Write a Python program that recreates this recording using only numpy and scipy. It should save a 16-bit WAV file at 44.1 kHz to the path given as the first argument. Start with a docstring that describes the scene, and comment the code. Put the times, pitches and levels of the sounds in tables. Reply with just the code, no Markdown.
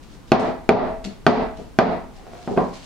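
"""A close stereo pair in a small live room: room tone, and hands scuffing on a metal cake pan full of batter.
The pan is knocked down four times on a wooden board, with lighter touches and more scuffs in between.
Each knock is a clank of the rim, a dull thud of board modes and a short wavering ring, under noise reverberation.
Then the pan slides in short strokes of tiny slips and is set down gently, rim first; a last scuff follows.
A limiter flattens each hard knock, then lets the room swell back."""
import sys
import numpy as np
from scipy import signal
from scipy.fft import rfft, irfft
from scipy.io import wavfile
from scipy.ndimage import uniform_filter1d, minimum_filter1d, map_coordinates

SR = 44100
rng = np.random.default_rng(int(sys.argv[2]) if len(sys.argv) > 2 else 0)


def file_out(sig):
    """Save sig as 16-bit WAV at sys.argv[1]."""
    # one column per channel
    cols = np.atleast_2d(sig).T
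    # limit, then scale
    lim = np.clip(cols, -1, 1)
    pcm = np.round(lim * 32767).astype(np.int16)
    wavfile.write(sys.argv[1], SR, pcm)


N = 125685

# Pan meets board. Each row: start in seconds, force in dB, hardness in dB per octave (well above a corner),
# pan ring in dB, ring length as a ratio, room in dB, tuning of the thud as a ratio, lower pitch favoured
# by the spot struck in Hz, its lift in dB, upper favoured pitch in Hz, its lift in dB, clank of the rim in Hz.
KNOCKS = [(0.3186, 5.5, 0.6, -1, 1, -1.5, 0.97, 341, 4, 690, 0.5, 2515),
          (0.6913, 8, -0.33, 1, 0.92, -2, 1.028, 421, 1.5, 630, 4.5, 2340),
          (1.051, -29, -7.5, 9, 0.32, -3, 1.0, 197, 17.5, 440, -4, 1490),
          (1.072, -32.5, -16, -12, .6, -4, 0.93, 199, 8, 436, 10.5, 1490),
          (1.095, -34.5, -12.5, 4, .5, -3.5, 1.0, 187, 12, 244, 7, 1500),
          (1.2656, 6.5, 1.5, 2, 0.85, -4, 1.015, 238, 4, 445, 3, 1466),
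          (1.587, -31, -11, 5, 0.8, 3.5, 0.89, 445, 7.5, 660, 4, 1550),
          (1.7880, 4, 0.27, 2, 0.88, -3, 0.99, 176, 5, 263, 0, 1544),
          (2.4753, -17.5, -6, -2.5, 0.9, -0.5, 1.03, 178, 7, 720, 5, 900),
          (2.509, -24, -14, 13, 0.27, 4.5, 0.85, 198, 10, 413, 15.5, 1010),
          (2.564, -25.5, -6, -9, .5, 8.5, 1.08, 267, 9, 740, 3, 1390),
          (2.5748, -9.5, -4.5, 2, 0.79, 0.5, 1.087, 177, 5.5, 1060, 9.5, 1250)]
# Lean of the stereo pair. Each row: frequency in Hz, dB added at the left and taken off at the right
# (the direct sound takes half).
LEAN_LEFT = [(30, 2.5), (100, 0.5), (300, 0.5), (700, -0.5), (2000, -0.35), (5000, 0.7), (16000, 0.3)]


def amp(db):
    """Decibels to gain."""
    return 10 ** (np.asarray(db) / 20)


def unit(x):
    """Scales to rms 1."""
    return x / np.sqrt(np.mean(x ** 2) + 1e-20)


def read(points, hz):
    """Reads a table on a log-frequency axis."""
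    f, value = np.transpose(points)
    return np.interp(np.log(hz + 1), np.log(f + 1), value)


def add(mix, s, sound):
    """Adds a sound at time s in seconds."""
    part = mix[:, max(round(s * SR), 0):][:, :sound.shape[-1]]
    part += sound[..., :part.shape[1]]


def butter(x, hz, kind, order):
    """A plain low-pass or high-pass."""
    return signal.sosfilt(signal.butter(order, min(hz, SR / 2 - 1), kind, fs=SR, output="sos"), x)


def colour(x, curve, size=4096):
    """Causal minimum-phase filter whose gain in dB is curve(hz)."""
    cepstrum = irfft(np.log(amp(curve(np.fft.rfftfreq(size, 1 / SR)))))
    # folding the cepstrum forward in time makes the filter causal
    cepstrum[1:size // 2] *= 2
    cepstrum[size // 2 + 1:] = 0
    taps = irfft(np.exp(rfft(cepstrum)))[:size // 2]
    return signal.fftconvolve(np.atleast_2d(x), taps[None], axes=1)[:, :x.shape[-1]]


def favour(hz, centre_hz, lift_db):
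    """A resonant hump in dB around one pitch."""
    width_octaves = 0.11
    return lift_db * np.exp(-(np.log2((hz + 1) / centre_hz) / width_octaves) ** 2)


def diffuse(spectrum, count):
    """Noise arriving from all sides; how alike the two microphones hear it depends on frequency."""
    # Each row: frequency in Hz, left-right correlation.
    likeness = [(30, 0.51), (70, -0.16), (150, 0.25), (300, 0.33), (550, 0.37), (1000, 0.45), (2500, 0.34),
                (6000, 0.3), (16000, -0.58)]
    hz = np.fft.rfftfreq(count, 1 / SR)
    mid, side = rfft(rng.standard_normal((2, count)))
    same = np.clip(read(likeness, hz), -1, 1)
    lean = read(LEAN_LEFT, hz)
    mid = mid * np.sqrt((1 + same) / 2)
    side = side * np.sqrt((1 - same) / 2)
    pair = np.array([mid + side, mid - side]) * amp([lean, -lean])
    return irfft(pair * amp(read(spectrum, hz)), count)


def room(spectrum):
    """One second of reverberation, each band dying at its own speed after a short build-up."""
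    # Each row: frequency in Hz, time to fall 60 dB in seconds.
    room_t60 = [(60, 0.38), (250, 0.41), (700, 0.42), (2000, 0.46), (5000, 0.37), (12000, 0.23)]
    rise_s = 0.0058
    hz, t, bands = signal.stft(diffuse(spectrum, SR), SR, nperseg=256)
    decay = amp(-60 * t / read(room_t60, hz)[:, None])
    tail = signal.istft(bands * decay, SR, nperseg=256)[1][:, :SR]
    return tail * (1 - np.exp(-(np.arange(SR) / SR / rise_s) ** 2))


def with_echo(dry, wet_db):
    """A small sound together with its reverberation."""
    tail = room([(20, 0), (16000, 0)])  # flat spectrum
    wet = signal.fftconvolve(dry, tail / np.linalg.norm(tail[0]), axes=1)[:, :N]
    return dry + amp(wet_db) * wet


def room_tone():
    """The quiet room: steady diffuse noise, strongest in the bass."""
    # Each row: frequency in Hz, relative level in dB.
    floor_colour = [(12, -31), (20, 2), (49, -5), (107, -12), (134, -8.5), (277, -11.5), (624, -23),
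                    (1030, -23.5), (1710, -30.5), (8180, -40.5), (16000, -47.5)]
    level_db = -43
    return amp(level_db) * unit(diffuse(floor_colour, N))


def scuffs():
    """Grainy rubbing of hands and pan: noise with a restless level, and its echo."""
    # Each row: start in seconds, rise in seconds, fade time constant in seconds, level in dB.
    rubs = [(.015, 0.019, 0.03, -54), (.08, 0.06, 0.025, -53.5), (0.27, 0.0086, 0.052, -54),
            (0.395, 0.0016, 0.011, -28), (1.039, 0.0084, 0.012, -33), (1.556, 0.018, 0.061, -52),
            (2.12, 0.047, 0.038, -55), (2.2, 0.27, 0.69, -52), (2.731, .01, 0.027, -43),
            (2.79, 0.078, 0.13, -50)]
    # Each row: frequency in Hz, relative level in dB.
    rub_colour = [(200, -50), (1200, -4), (2300, 2.5), (4500, 2), (7500, -4.5), (10000, -14), (16000, -37)]
    grain_db, wet_db = 2.3, -4
    t, level = np.arange(N) / SR, np.zeros(N)
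    for s, rise, fade, db in rubs:
        swell = np.clip((t - s) / rise, 0, 1)
        level += amp(db) * swell * np.exp(-np.maximum(t - s - rise, 0) / fade)
    wander = unit(uniform_filter1d(rng.standard_normal(N), size=90))
    grain = unit(amp(grain_db * wander))
    dry = level * grain * unit(diffuse(rub_colour, N))
    return with_echo(dry, wet_db)


def mode(hz, db, t60, t, phase=0):
    """One dying vibration."""
    return amp(db) * np.exp(-np.log(1000) * t / t60) * np.sin(2 * np.pi * hz * t + phase)


def rim_chatter(t):
    """The rim chatters on the wood: a short coloured burst of noise."""
    # Each row: frequency in Hz, gain in dB.
    chatter_colour = [(30, -19.5), (200, 16), (1500, 8.5), (2600, -8), (2950, 3), (3400, 0.5),
                      (4500, -11.5), (6000, -13), (9000, -26.5), (16000, -23)]
    level_db, rise_s, fade_s = -1.5, 0.0016, 0.0035
    chatter = rng.standard_normal(len(t)) * np.exp(-t / fade_s) * (1 - np.exp(-t / rise_s))
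    return amp(level_db) * colour(chatter, lambda hz: read(chatter_colour, hz))[0]


def board(tuning, t):
    """Board and table under the loaded pan: low modes start with the push, high ones depend on the spot struck."""
    # Each row: frequency in Hz before tuning, level in dB, time to fall 60 dB in seconds.
    board_modes = [(129, -12.5, 0.0056), (188, -12, 0.066), (236.6, -7.5, 0.11), (355.5, 2.5, 0.028),
                   (435, -7, 0.04), (654.3, -2, 0.049), (754.6, -7.5, 0.078), (1006, -16, 0.059),
                   (1263, -7.5, 0.022), (1426, -5.5, 0.015), (1950, -8.5, 0.014), (2340, -7.5, 0.014),
                   (3310, -28.5, 0.031), (4414, -19, 0.024), (5340, -15.5, 0.0062)]
    scatter_hz = 1354  # starting phases grow random toward this pitch and beyond
    return sum(mode(hz * tuning, db, t60, t, rng.standard_normal() * (hz / scatter_hz) ** 2)
               for hz, db, t60 in board_modes)


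def pan_ring(ring_db, ring_length, t, count=64):
    """The sloshing batter makes each mode waver in level and pitch, so the ring dies unevenly."""
    # Pan and what it stands on. Each row: frequency in Hz before a slight random detuning,
    # level in dB before ring_db, time to fall 60 dB in seconds before ring_length.
    ring_modes = [(181.3, -17, 0.4), (220.5, -21.5, 0.49), (255.2, -19, 0.53), (363.6, -21.5, 0.42),
                  (440.5, -18, 0.47), (429, -15, 0.31), (572, -28.5, 0.4), (652, -22.5, 0.69),
                  (712, -15.5, 0.39), (761, -20.5, 0.38), (826, -24.5, 0.53), (942, -28.5, 0.56),
                  (1190, -24.5, 0.31), (1337, -35.5, 0.51), (1955, -34.5, 0.49)]
    rise_s, detune_ratio = 0.0027, 0.0025
    slosh_hz, slosh_depth = 21.2, 0.47  # how fast and how deeply the batter unsettles the ring
    out = np.zeros((2, len(t)))
    for hz, db, t60 in ring_modes:
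        knots = rng.standard_normal(count) + 1j * rng.standard_normal(count)
        waver = 1 + slosh_depth * np.interp(t * slosh_hz, np.arange(count), knots)
        # each microphone hears the mode at a slightly different phase
        phase = rng.uniform(0, 2 * np.pi) + 0.35 * rng.standard_normal((2, 1)) + np.angle(waver)
        pitch_hz = hz * (1 + detune_ratio * rng.standard_normal())
        out += abs(waver) * mode(pitch_hz, db + ring_db, t60 * ring_length, t, phase)
    return out * (1 - np.exp(-t / rise_s))


def ears(x):
    """The sound reaches the left microphone a moment early, and with a little more bass."""
    lead_s = 0.000035
    late = map_coordinates(x, [np.arange(len(x)) - lead_s * SR], order=3)
    left = colour(x, lambda hz: read(LEAN_LEFT, hz) / 2)
    right = colour(late, lambda hz: -read(LEAN_LEFT, hz) / 2)
    return np.vstack([left, right])


def knock(force_db, hardness_db, ring_db, ring_length, room_db, tuning, low_hz, low_db, high_hz, high_db, clank_hz):
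    """The rim chatters and clanks on the wood, the board thuds, the pan rings and the room answers."""
    # First reflections at each microphone. Each row: delay in seconds, gain as a ratio.
    echoes_left = [(.0032, 0.15), (.0077, 0.22), (.0152, .15), (.0275, .14)]
    echoes_right = [(.0032, .2), (.0077, .42), (0.0159, .1), (0.0212, .1)]
    # The knock as the room returns it. Each row: frequency in Hz, relative level in dB.
    tail_colour = [(30, -16), (110, -2), (180, -1), (260, 6.5), (305, -2), (400, 3), (520, 1), (700, 4.5),
                   (1000, -3.5), (1500, -12.5), (2400, -19.5), (3000, -25), (4400, -25.5), (6300, -39.5),
                   (9000, -51.5), (16000, -100)]
    thud_db, tail_db, clank_db, clank_t60_s, strike_s = 1.5, 7.5, -5, 0.016, 0.00056
    contact_hz, radiate_hz, wall_hz, hard_hz = 5700, 113, 4500, 610
    t = np.arange(SR) / SR
    early = t[:SR // 5]
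    click = rim_chatter(early)
    thud = amp(thud_db) * board(tuning, early) + mode(clank_hz, clank_db, clank_t60_s, early)
    thud = butter(thud * (1 - np.exp(-early / strike_s)), contact_hz, "low", order=4)
    direct = butter(click + thud, radiate_hz, "high", order=2)
    bounced = butter(direct, wall_hz, "low", order=2)  # the walls return less treble
    out = amp(tail_db + room_db) * room(tail_colour)
    add(out, 0, pan_ring(ring_db, ring_length, t[:SR // 2]))
    add(out, 0, ears(direct))
    for ear, echoes in enumerate([echoes_left, echoes_right]):
        for delay, gain in echoes:
            add(out[ear:ear + 1], delay, gain * bounced)

    def blow_colour(hz):
        """Hardness tilts the treble; the spot struck favours two pitches."""
        tilt = hardness_db * np.log2(1 + (hz / hard_hz) ** 2) / 2
        return tilt + favour(hz, low_hz, low_db) + favour(hz, high_hz, high_db)

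    return amp(force_db) * colour(out, blow_colour)


def table_shake():
    """A low rumble swells and dies after each knock."""
    level_db, rumble_hz, peak_s = -45, 34.2, 0.12
    t, shake = np.arange(N) / SR, np.zeros(N)
    for s, force_db, *_ in KNOCKS:
        u = np.maximum(t - s, 0) / peak_s
        shake += amp(force_db) * u * np.exp(1 - u)
    rumble = unit(diffuse([(10, -12), (rumble_hz, 0), (90, -11), (300, -50), (2000, -100)], N))
    return amp(level_db) * shake * rumble


def slide():
    """The pan is shifted in short strokes; each is a run of tiny slips that sounds one of its resonances."""
    # Each row: middle in seconds, half length in seconds, level at the middle in dB, pitch in Hz.
    strokes = [(2.201, .025, -48.5, 765), (2.254, .04, -51, 432), (2.273, 0.033, -48, 733),
               (2.335, 0.024, -40, 713), (2.374, 0.026, -53, 696), (2.445, .025, -46.5, 673)]
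    # Each row: frequency in Hz, gain in dB.
    stroke_colour = [(60, -6), (200, -7), (520, 2.5), (900, -5.5), (2000, -14.5), (8000, -39)]
    slips_per_s, lift_db, wet_db = 260, 15.5, 0.5
    t, dry = np.arange(SR // 5) / SR, np.zeros((2, N))
    middle = t.mean()
    for s, length, db, pitch_hz in strokes:
        slips = rng.standard_normal(len(t)) * (rng.random(len(t)) < slips_per_s / SR)
        rub = unit(colour(slips, lambda hz: read(stroke_colour, hz) + favour(hz, pitch_hz, lift_db)))
        add(dry, s - middle, amp(db) * rub * np.exp(-((t - middle) / length) ** 2))
    return with_echo(dry, wet_db)


def scene():
    """Knocks and handling over the quiet room."""
    mix = room_tone() + scuffs() + table_shake() + slide()
    for s, *blow in KNOCKS:
        add(mix, s, knock(*blow))
    return mix


def record(dry):
    """A limiter clamps fast, holds and recovers; the first peaks saturate; then the band limit."""
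    limit_db, attack_s, hold_s, recover_db_per_s = 0, 0.00013, 0.061, 127.5
    knee, cut_hz = 13, 16400  # a high knee exponent bends only the peaks near full scale
    over = np.maximum(20 * np.log10(abs(dry).max(0) + 1e-9) - limit_db, 0)
    # hold the largest recent overshoot, then let it fall at a steady rate
    hold = int(hold_s * SR) // 2
    held = -minimum_filter1d(-over, 2 * hold + 1, origin=hold)
    fall = np.arange(N) / SR * recover_db_per_s
    recovering = np.maximum.accumulate(held + fall) - fall
    r = np.exp(-1 / (attack_s * SR))
    duck_db = signal.lfilter([1 - r], [1, -r], recovering)
    out = dry * amp(-duck_db)
    out = out / (1 + abs(out) ** knee) ** (1 / knee)
    low_pass = signal.firwin(255, cut_hz, window=("kaiser", 9), fs=SR)
    return signal.oaconvolve(out, low_pass[None], "same")


dry = scene()
out = record(dry)
file_out(out)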